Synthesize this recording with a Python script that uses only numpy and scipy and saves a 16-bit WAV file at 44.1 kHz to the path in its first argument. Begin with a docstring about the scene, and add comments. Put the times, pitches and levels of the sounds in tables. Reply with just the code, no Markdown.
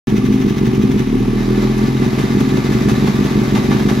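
"""A four-cylinder motorcycle idles with a lope on a rear stand in an open garage, close up: exhaust
pulses ring the pipe, the valves tick and the clutch rattles. After a second the clutch takes up: the
engine sags, booms and fires more evenly while it spins up the rear wheel, and the chain starts to
run over the sprockets. By two seconds the lope is back and the clutch rattle has receded; the slack
chain slaps as the uneven engine tugs at it."""
import sys
import numpy as np
from scipy import signal
from scipy.fft import rfft, irfft
from scipy.io import wavfile
from scipy.ndimage import uniform_filter1d, minimum_filter1d

SR = 44100
rng = np.random.default_rng(int(sys.argv[2]) if len(sys.argv) > 2 else 0)


def log_audio(samples):
    """Write samples as a 16-bit WAV file to the path given in sys.argv[1]."""
    # one column per channel
    frames = np.atleast_2d(samples).T
    # limit to full scale, then quantise
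    limited = np.clip(frames, -1, 1)
    pcm = np.round(limited * 32767).astype(np.int16)
    wavfile.write(sys.argv[1], SR, pcm)


N = 176400
T = np.arange(N) / SR
HZ = np.fft.rfftfreq(16384, 1 / SR)

# the idle's limp, a row per firing over two engine cycles (delay at no load [ms], level at full load [dB])
LOPE = [(3.5, 1), (1.15, -6.3), (1.1, .9), (-.45, -3.5), (-.55, -4.3), (.95, -.3), (1.1, -4), (4.5, .8)]
FIRINGS_PER_CYCLE, IN_GEAR_S = 4, 1.5


def amp(db):
    """Decibels to gain."""
    return 10 ** (np.asarray(db) / 20)


def unit(x):
    """Scales to rms 1."""
    return x / np.sqrt(np.mean(x ** 2) + 1e-20)


def curve(points):
    """Draws an envelope through breakpoints in time."""
    return np.interp(T, *np.transpose(points))


def spectrum(points, hz=HZ):
    """Draws a curve through breakpoints in log frequency."""
    f, value = np.transpose(points)
    return np.interp(np.log(hz + 1), np.log(f + 1), value)


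def resonances(table):
    """Bell-shaped peaks and notches, in dB on the grid HZ."""
    return sum(db / (1 + (2 * (HZ - f) / width) ** 2) for f, width, db in table)


def colour(x, db):
    """Minimum-phase equaliser with the given gain on the grid HZ."""
    log_gain = np.log(amp(np.maximum(db, db.max() - 100)))
    mirrored = np.r_[log_gain, log_gain[-2:0:-1]]
    taps = np.fft.ifft(np.exp(np.conj(signal.hilbert(mirrored)))).real[:len(HZ)]
    return signal.fftconvolve(x, taps[None], axes=1)[:, :N]


def garage(x, wet_db, t60_s=0.19):
    """The walls add a short diffuse tail, different left and right."""
    t = T[:SR // 2]
    tail = rng.standard_normal((2, len(t))) * amp(-60 * t / t60_s) * (t > .004)
    tail /= np.linalg.norm(tail, axis=1, keepdims=True)
    return x + amp(wet_db) * signal.fftconvolve(x, tail, axes=1)[:, :N]


def lope_place(count, t):
    """Position in the lope, in firings; it skips one engine cycle once in gear."""
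    return (count + FIRINGS_PER_CYCLE * (t > IN_GEAR_S)) % len(LOPE)


def firings(count, load, travel_s=.009, stumble_s=.025, puff_s=.022, puff_db=-16):
    """Each firing gives a pressure pulse and a puff of turbulent gas; load evens out the lope."""
    # stumbles, where a few firings in a row come out weak (time [s], level [dB])
    stumbles = [(1.038, -5), (2.105, -0.5), (2.781, 0)]
    number = np.arange(2, int(count[-1]))
    at = np.interp(number, count, T)
    strain = np.interp(at, T, load)
    delay_ms, lope_db = np.array(LOPE)[lope_place(number, at).astype(int)].T
    # a labouring engine scatters more from firing to firing
    scatter = rng.standard_normal((len(number), 2)).T * (1 + .5 * strain)
    jitter_ms, spread_db = .2 * scatter[0], .9 * scatter[1]
    at = at - travel_s + ((1 - strain) * delay_ms + jitter_ms) / 1000  # early by the trip down the pipe
    stumble_db = sum(dip * np.exp(-((at - time) / stumble_s) ** 2) for time, dip in stumbles)
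    size = amp(stumble_db + (2 - strain) * lope_db - 2 * strain + spread_db)
    onsets = np.clip(np.round(at * SR), 0, N - 1).astype(int)
    pulses = np.bincount(onsets, size, N)
    puff = np.exp(-T[:SR // 10] / puff_s)
    gas = signal.fftconvolve(pulses, puff / np.linalg.norm(puff))[:N] * rng.standard_normal(N)
    return pulses + amp(puff_db) * gas


def exhaust(count, load, bass_hz=141, loaded_bass_db=-7):
    """The pulses ring the pipe, bounce in the silencer and reach left and right slightly apart."""
    # overall tone of the silencer (frequency [Hz], gain [dB])
    muffler = [(15, -44), (30, -11.5), (48, -12), (80, -10.5), (125, -2.5), (215, -3), (300, -6),
               (380, -12), (455, -13), (520, -38.5), (700, -65.5), (1200, -60.5)]
    # resonances and notches of the pipe (frequency [Hz], width [Hz], lift [dB])
    pipe = [(68, 6.3, 8.5), (101.2, 12.7, -14.5), (118.3, 16.3, 8.5), (131.8, 12.4, 7), (170.7, 21.7, -14),
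            (210.6, 21.3, 8.5), (228, 21.7, 6.5), (252.8, 14.5, -9), (260.86, 5, 18), (378.5, 26.4, 10.5)]
    # silencer chambers that smear each pulse (round trip [ms], reflection [-1..1])
    chambers = [(3.23, -.38), (5.94, .13)]
    # how far the left channel runs ahead of the right (frequency [Hz], phase [rad])
    left_lead = [(60, -.1), (110, 0.51), (145, -0.44), (230, -0.5), (260, -0.19), (285, -0.83),
                 (450, -0.97)]
    # exhaust fader (time [s], level [dB])
    fader = [(0, -13.5), (.98, -13.5), (1.2, -11), (1.8, -11.5), (2.1, -14), (3, -12), (4, -13)]
    ringing = colour(firings(count, load)[None], spectrum(muffler) + resonances(pipe))
    bins = rfft(ringing, 2 * N)
    hz = np.fft.rfftfreq(2 * N, 1 / SR)
    for ms, reflection in chambers:
        trip = np.exp(-2j * np.pi * hz * ms / 1000)
        bins = bins * (trip - reflection) / (1 - reflection * trip)
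    lead = spectrum(left_lead, hz)
    bins = bins * np.exp(.5j * np.array([lead, -lead]))
    # under load the ragged bass ducks as the boom takes over
    bass = irfft(bins / (1 + (hz / bass_hz) ** 10))[:, :N]
    stereo = irfft(bins)[:, :N] - bass * (1 - amp(loaded_bass_db * load))
    return unit(garage(stereo, wet_db=-19)) * amp(curve(fader))


def clatter(tone, grain_db, ring, clicks_per_s=5000, low_cut_hz=177):
    """Dense metal clicks of uneven size ring the frame, in stereo at rms 1."""
    # modes of sprocket, guard and swingarm (frequency [Hz], width [Hz], lift at ring = 1 [dB])
    modes = [(572, 30, 6), (811, 38, 5), (1171, 45, 11), (1745, 45, 8.5), (2070, 130, 6), (2530, 60, 5),
             (3620, 90, 5), (3887, 90, 6), (4446, 65, 6), (5000, 120, 5), (6050, 150, 4)]
    # likeness of left and right (frequency [Hz], correlation [-1..1])
    likeness = [(300, 1), (600, 0.83), (1100, 0.076), (2200, 0.58), (4000, 0.71), (5600, 0.44),
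                (11000, -0.17)]
    sizes = amp(grain_db * np.minimum(rng.exponential(1, (2, N)), 5))
    clicks = sizes * rng.choice([-1, 1], (2, N)) * (rng.random((2, N)) < clicks_per_s / SR)
    correlation = np.clip(spectrum(likeness), -.95, .95)
    low_cut_db = 20 * np.log10(1 + (low_cut_hz / (HZ + 10)) ** 2)
    db = spectrum(tone) + ring * resonances(modes) - low_cut_db
    mid = colour(clicks[:1], db + 10 * np.log10(1 + correlation))[0]
    side = colour(clicks[1:], db + 10 * np.log10(1 - correlation))[0]
    return unit(np.array([mid + side, mid - side]))


def valves(count, level_db=-33):
    """Valve gear ticks and gas hisses, swelling with every firing."""
    # tone of the ticking and hiss, with a narrow gap in the treble near 9 kHz
    # that is not the valves' own (frequency [Hz], gain [dB])
    tone = [(300, -12.5), (550, 0.5), (800, 6.5), (1150, 4.5), (1500, -1.5), (2300, -1), (3700, -6),
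            (4700, -10), (5900, -9.5), (9000, -25.5), (11000, -13), (16000, -35)]
    swell = 1 + 0.14 * np.cos(2 * np.pi * count)
    return amp(level_db) * unit(swell) * clatter(tone, grain_db=0.5, ring=0.72)


def clutch(count, load, level_db=-29, weak_db=-3, in_gear_db=-3.5):
    """The unloaded clutch rattles once per engine cycle, strong and weak in turn, softer in gear."""
    # bright tone of the rattle (frequency [Hz], gain [dB])
    tone = [(500, -9), (1400, 14.5), (3400, 12), (4700, 1), (6000, 9), (8500, -6.5), (16000, -1.5)]
    centre, width = 1.75, 0.63  # in firings
    place = lope_place(count, T)
    burst = np.exp(-((place % FIRINGS_PER_CYCLE - centre) / width) ** 2 / 2)
    db = level_db + weak_db * (place > FIRINGS_PER_CYCLE) + in_gear_db * (T > IN_GEAR_S)
    return amp(db) * burst * (1 - load) * clatter(tone, grain_db=4.5, ring=1.0)


def boom(count, load):
    """Even, loaded firing makes a smooth drone on the firing rate and its odd multiples."""
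    # partials of the drone (multiple of the firing rate, level at full load [dB])
    partials = [(1, -21.5), (3, -54), (5, -25)]
    return load * sum(amp(db) * np.cos(2 * np.pi * multiple * count) for multiple, db in partials)


def chain(count, links_per_firing=5, flutter_db=.85):
    """Rollers seat on the sprockets at a rate tied to the engine; the tension flutters."""
    # chain fader, rising as the wheel spins up (time [s], level [dB])
    fader = [(1.05, -70), (1.33, -44), (1.39, -34), (1.52, -35.5), (1.64, -30), (1.75, -35.5), (1.86, -30),
             (1.93, -36.5), (2.1, -32.5), (2.7, -30), (4, -30)]
    # tone of the running chain, with a narrow gap in the treble near 9 kHz
    # that is not the chain's own (frequency [Hz], gain [dB])
    tone = [(250, -11), (550, 4), (900, 3), (1200, 0.5), (1500, 0.5), (2100, -1.5), (2900, -7.5),
            (3900, -5.5), (5200, -9.5), (7700, -14.5), (9000, -36.5), (11000, -13), (16000, -30)]
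    links = 1 + 0.074 * np.cos(2 * np.pi * links_per_firing * count)
    flutter = unit(uniform_filter1d(rng.standard_normal(N), size=1100))
    return amp(curve(fader) + flutter_db * flutter) * unit(links) * clatter(tone, grain_db=3, ring=0.92)


def slaps(attack_s=.007, jingle_lift_db=2.5):
    """Slack chain drags over the guide: short bursts of knocks with a bright jingle."""
    # chain slaps (time [s], level [dB], decay [s], jingle against knock before its lift [dB])
    hits = [(1.776, -36, 0.013, 1), (2.012, -23.5, 0.046, -19), (2.18, -22.5, 0.044, -16),
            (2.399, -22.5, 0.021, -13), (2.567, -12.5, 0.0081, -23), (2.717, -27, 0.012, -11),
            (2.881, -21, 0.04, -15), (3.067, -20, 0.026, -20), (3.244, -25, 0.032, -14),
            (3.546, -18, 0.043, -20), (3.627, -27, .025, -15), (3.704, -20, 0.058, -22),
            (3.791, -23.5, 0.021, -18), (3.883, -20.5, 0.047, -18)]
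    # dull body of a slap (frequency [Hz], gain [dB])
    knock_tone = [(200, 7), (550, -6.5), (950, -3.5), (1250, -10), (1500, -9.5), (1900, -14.5), (3000, -15),
                  (6000, -27.5), (16000, -77)]
    # bright top of a slap (frequency [Hz], gain [dB])
    jingle_tone = [(1000, -44), (2500, 8.5), (4000, 1), (6000, 12.5), (8500, 1), (12000, 10), (16000, -93)]
    knock, jingle = np.zeros((2, N))
    for start, db, decay_s, jingle_db in hits:
        age = np.maximum(T - start, 0)
        burst = amp(db) * np.minimum(age / attack_s, 1) * np.exp(-(age / decay_s) ** 2)
        knock += burst
        jingle += burst * amp(jingle_db + jingle_lift_db)
    body = knock * clatter(knock_tone, grain_db=1, ring=1.18, clicks_per_s=1200)
    return body + jingle * clatter(jingle_tone, grain_db=1, ring=0.2)


def scene():
    """Mixes exhaust, boom and metalwork, driven by engine speed and load."""
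    # engine speed, sagging as the clutch bites (time [s], firing rate [Hz])
    speed = [(0.0, 48.47), (0.35, 49.95), (0.55, 47.65), (0.75, 48.85), (0.97, 48.95), (1.09, 35.94),
             (1.2, 39.66), (1.33, 39.4), (1.5, 40.99), (1.7, 42.41), (1.9, 43.9), (2.15, 45.57),
             (2.35, 46.65), (2.55, 47.05), (2.95, 48.38), (3.45, 47.87), (4.0, 49.01)]
    # load of spinning up the wheel (time [s], load [0..1])
    wheel_load = [(1.0, 0.15), (1.12, .85), (1.68, 0.86), (2.05, 0.16)]
    count = 1.17 + np.cumsum(curve(speed)) / SR  # running count of firings
    load = curve(wheel_load)
    metal = valves(count) + clutch(count, load) + chain(count) + slaps()
    return exhaust(count, load) + boom(count, load) + garage(metal, wet_db=-7)


def record(dry, ceiling=.92, start_s=.072, top_hz=15900):
    """The sound cuts in after an instant; a limiter rounds off the hardest firings, a low-pass the top."""
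    held_peak = -minimum_filter1d(-abs(dry).max(0), size=SR // 100)
    peak = uniform_filter1d(held_peak, size=SR // 200)
    limited = dry / (1 + (peak / ceiling) ** 4) ** (1 / 4)
    low_pass = signal.firwin(511, top_hz, window=("kaiser", 9), fs=SR)
    return signal.oaconvolve(limited * (T > start_s), low_pass[None], "same")


dry = scene()
out = record(dry)
log_audio(out)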